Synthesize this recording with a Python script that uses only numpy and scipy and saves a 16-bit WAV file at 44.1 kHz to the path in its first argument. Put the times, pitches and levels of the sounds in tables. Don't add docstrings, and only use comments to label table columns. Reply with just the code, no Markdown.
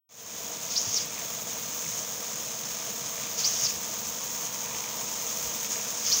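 import sys
import numpy as np
from scipy import signal
from scipy.fft import rfft, irfft, next_fast_len
from scipy.io import wavfile
from scipy.ndimage import map_coordinates

SR = 44100
rng = np.random.default_rng(int(sys.argv[2]) if len(sys.argv) > 2 else 0)


def put_to_file(sound):
    columns = np.atleast_2d(sound).T
    safe = np.clip(columns, -1, 1)
    whole_steps = np.round(safe * 32767)
    wavfile.write(sys.argv[1], SR, whole_steps.astype(np.int16))


N = 273420

# entry t/s, swish level/dB, lowest swish f/Hz, cut-in time/s, fan level/dB,
# slowing of the gear hum/Hz
STROKES = [(.753, -24.5, 2760, .02, -34.5, 12), (3.433, -23.5, 3590, 0.025, -32, 16),
           (6.111, -22.5, 2790, .02, -29, 8.88)]
DWELL_S = .243


def amp(db):
    return 10 ** (np.asarray(db) / 20)


def unit(x):
    return x / np.sqrt(np.mean(x ** 2) + 1e-20)


def clock():
    return np.arange(N) / SR


def white():
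    return rng.standard_normal(N)


def curves(rows):
    times, *columns = np.transpose(rows)
    return [np.interp(clock(), times, column) for column in columns]


def wobble(rate):
    return map_coordinates(rng.standard_normal(int(N * rate / SR) + 4), [np.arange(N) * rate / SR])


def bell(at, width_s):
    return np.exp(-((clock() - at) / width_s) ** 2)


def cracks(rows, life_s):
    t = clock()
    return sum(amp(db) * (t > at) * np.exp(-np.abs(t - at) / life_s) for at, db in rows)


def filtered(x, response):
    size = next_fast_len(N + SR // 2)
    return irfft(rfft(x, size) * response(np.fft.rfftfreq(size, 1 / SR)), size)[:N]


def coloured(x, spectrum):
    f, db = np.transpose(spectrum)
    return unit(filtered(x, lambda hz: amp(np.interp(np.log(hz + 1), np.log(f), db))))


def resonating(x, modes):
    def response(hz):
        return sum(amp(db) * 1j * hz * w / (f * f - hz * hz + 1j * hz * w) for f, w, db in modes)
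    return unit(filtered(x, response))


def drops(rate, spread_db):
    size = amp(spread_db * np.clip(white(), -2, 2))
    return unit((rng.random(N) < rate / SR) * size * np.sign(white()))


def spray(rate, spread_db, drops_db, tear_db):
    hits = drops(rate, spread_db)
    decay = np.exp(-np.arange(SR // 100) / SR / .00069)
    tails = np.sqrt(np.abs(signal.fftconvolve(hits ** 2, decay)[:N]))
    bursts = unit(amp(-6) * hits + unit(tails * white()))
    spurts = unit(amp(tear_db * wobble(600)) * white())
    return spurts + amp(drops_db) * bursts


def vane(entry):
    lead_s, lag_s, attack_s, release_s = .039, .026, .036, .035
    early = np.maximum(entry - lead_s - clock(), 0)
    late = np.maximum(clock() - (entry + DWELL_S + lag_s), 0)
    return np.exp(-early / attack_s - late / release_s)


def jet():
    # t/s, hiss level/dB, mist level/dB
    drift = [(.5, -38.5, -45), (.8, -40, -45.5), (1.3, -37, -43), (1.7, -36.5, -41.5), (1.93, -35, -43),
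             (2.35, -37, -44), (3, -35.5, -43), (3.25, -37.5, -42), (4.35, -35.5, -42), (4.8, -36, -43),
             (5.15, -35, -41), (5.8, -33.5, -40.5), (6.2, -35.5, -42.5)]
    # f/Hz, level/dB
    hiss_spectrum = [(2500, -23), (4400, -20.5), (5300, -8.5), (5850, -6.5), (6250, -1.5), (6670, 0.5),
                     (6900, -4.5), (7250, -6.5), (7750, -14.5), (8600, -17.5), (9800, -23.5), (11600, -30),
                     (14000, -40), (16000, -48)]
    mist_spectrum = [(10500, -33), (11700, -32.5), (12300, -14), (13800, -10), (14300, -1), (14700, 6),
                     (15700, 3.5), (17000, -21)]
    rush_spectrum = [(300, -30), (750, -4.5), (1170, 4.5), (1400, -2.5), (1750, -2.5), (2100, -2.5),
                     (2350, 1), (2800, -1), (3400, 2.2), (4200, -2), (6000, -9), (12000, -30)]
    t = clock()
    hiss_db, mist_db = curves(drift)
    stirred = sum(vane(entry) for entry, *_ in STROKES)
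    pulse_hz = 11.2 + 1.3 * wobble(6)
    pulse_db = (.4 + .08 * t) * np.sin(2 * np.pi * np.cumsum(pulse_hz) / SR)
    hiss_db += 2.4 * stirred + pulse_db + .83 * wobble(40)
    mist_db += stirred + pulse_db + .9 * wobble(9) + .98 * wobble(41)
    rush_db = -47 + .22 * t + stirred + .56 * wobble(8) + .35 * wobble(35)
    breakup = spray(rate=750, spread_db=1.5, drops_db=-1.5, tear_db=.96)
    hiss = amp(hiss_db) * coloured(breakup, hiss_spectrum)
    mist = amp(mist_db) * coloured(breakup + amp(-11) * drops(rate=240, spread_db=0), mist_spectrum)
    rush = amp(rush_db) * coloured(breakup + amp(1.5) * white(), rush_spectrum)
    return hiss + mist + rush


def barrel():
    # f/Hz, level/dB
    drone = [(20, -40), (36, -31), (48, -12), (58, -16), (71, -7), (86, -13.5), (120, -0.5), (170, -1),
             (280, -6), (330, -3), (365, -15.5), (560, -2.5), (760, -15.5), (1400, -40.5)]
    # f/Hz, width/Hz, level/dB
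    low_modes = [(191, 57, -6), (457, 32, 4), (560, 43, -3.5), (641, 37, 5.5), (675, 9.4, 1)]
    hollow_modes = [(950, 110, 0), (1940, 50, -13)]
    # t/s, level/dB
    hollow_swell = [(1, -56), (4, -53.7), (4.8, -47), (5.6, -52)]
    hollow_db, = curves(hollow_swell)
    rumble = amp(-51 + .56 * wobble(24)) * coloured(white(), drone)
    ring = amp(-51 + 1.56 * wobble(32)) * resonating(white(), low_modes)
    hollow = amp(hollow_db) * resonating(white(), hollow_modes)
    growth = amp(.12 * clock())
    return growth * (rumble + ring) + hollow


def drive():
    # ratio to the hum's pitch, level/dB
    gears = [(.1445, -18), (.4265, -4.5), (.467, -3.5), (.924, -12), (1, 0), (1.402, -9)]
    hum_hz, load_s, ease_s = 492, .75, .55
    t = clock()
    for entry, *_, slowing_hz in STROKES:
        middle = entry + DWELL_S / 2
        hum_hz -= slowing_hz * bell(middle, np.where(t < middle, load_s, ease_s))
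    tones = np.zeros(N)
    for ratio, db in gears:
        phase = 2 * np.pi * ratio * np.cumsum(hum_hz + 1.3 * wobble(25.15)) / SR
        tones += amp(db + .8 * wobble(21.97)) * np.sin(phase)
    return amp(-53.5 + .53 * t) * tones


def fan():
    spectrum = [(800, -25), (2300, -15.5), (3200, -9), (4100, -12), (4900, -1), (6500, 4),
                (7300, -6.5), (8000, -27), (12000, -27)]
    graze_db, graze_s = 2.5, .017
    level = np.zeros(N)
    for entry, *_, fan_db, _ in STROKES:
        graze = bell(entry - .042, graze_s) + bell(entry + DWELL_S + .013, graze_s)
        level += amp(fan_db + graze_db * graze) * vane(entry)
    return level * coloured(spray(rate=2000, spread_db=.5, drops_db=-6.5, tear_db=-.5), spectrum)


def swish(depth, low_hz):
    deep_hz, core_hz, skirt_hz = 6650, 700, 2300
    depth = np.clip(depth, 0, 20)
    centre_hz = deep_hz - (deep_hz - low_hz) * np.exp(-depth)
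    phase = 2 * np.pi * np.cumsum(centre_hz) / SR
    band = lambda hz: np.exp(-(hz / core_hz) ** 2) + amp(-11) * np.exp(-(hz / skirt_hz) ** 2)
    noise = filtered(white(), band) * np.cos(phase) + filtered(white(), band) * np.sin(phase)
    swell = (depth / 1.146) ** 1.42 * np.exp(1.7 * (1 - depth / 1.237))
    return swell * unit(noise)


def swishes():
    lift_out_s = .021
    splash = np.zeros(N)
    for entry, db, low_hz, cut_in_s, _, _ in STROKES:
        rising = swish((clock() - entry) / cut_in_s, low_hz)
        falling = swish((entry + DWELL_S - clock()) / lift_out_s, low_hz)
        splash += amp(db) * (rising + amp(-.7) * falling)
    band_hz, band_db = [2000, 3960, 4620, 6800, 8000], [-6.5, -5, -1, -1, -17]
    return filtered(splash, lambda hz: amp(np.interp(hz, band_hz, band_db)))


def bumps():
    # t/s, f/Hz, level/dB
    swells = [(.86, 185, -49.5), (.89, 111, -49), (1.88, 140, -47), (2.48, 131, -51), (2.75, 70, -55),
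              (3.65, 141, -51), (3.77, 72, -54), (4.08, 95, -54), (5.47, 68, -54)]
    rumble = np.zeros(N)
    for at, hz, db in swells:
        band = coloured(white(), [(hz / 4, -60), (hz, 0), (hz * 4, -60)])
        rumble += amp(db) * bell(at, width_s=.029) * band
    return rumble


def snaps():
    # t/s, level/dB
    large_drops = [(.9433, -19), (3.3897, -23.5), (5.1148, -24), (5.2669, -27), (5.3388, -27),
                   (5.4276, -25)]
    # f/Hz, level/dB
    bright = [(400, -11), (4000, -29), (6400, 24), (8500, -11.5), (12000, -24), (15000, 0)]
    return cracks(large_drops, life_s=.002) * coloured(white(), bright)


def rattle():
    # t/s, length/s, tick level/dB
    spells = [(1.124, 0.11, -39.5), (1.843, .03, -36.5), (3.180, .1, -35.5), (3.67, 0.056, -36.5),
              (4.655, .225, -36.5), (5.630, 0.04, -32.5), (5.74, .16, -39.5)]
    # f/Hz, level/dB
    dull = [(400, -16), (1000, -10), (1600, -7), (2450, 3.5), (3300, -9), (5000, -18), (9000, -28)]
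    shaft_hz, scatter_db = 54, 2
    ticks = [(start + delay, db + scatter_db * rng.standard_normal())
             for start, length, db in spells for delay in np.arange(0, length, 1 / shaft_hz)]
    return cracks(ticks, life_s=.0024) * coloured(white(), dull)


def scene():
    return (jet() + barrel() + drive() + fan() + swishes() + bumps() + snaps() + rattle())[None]


def record(dry):
    start_s, fade_s, bass_hz, top_hz = .091, .32, 35, 15750
    fade = np.interp(clock(), [start_s, start_s + fade_s], [.045, 1], left=0)
    return filtered(dry[0] * fade, lambda hz: hz ** 4 / (hz ** 4 + bass_hz ** 4) * (hz < top_hz))[None]


dry = scene()
out = record(dry)
put_to_file(out)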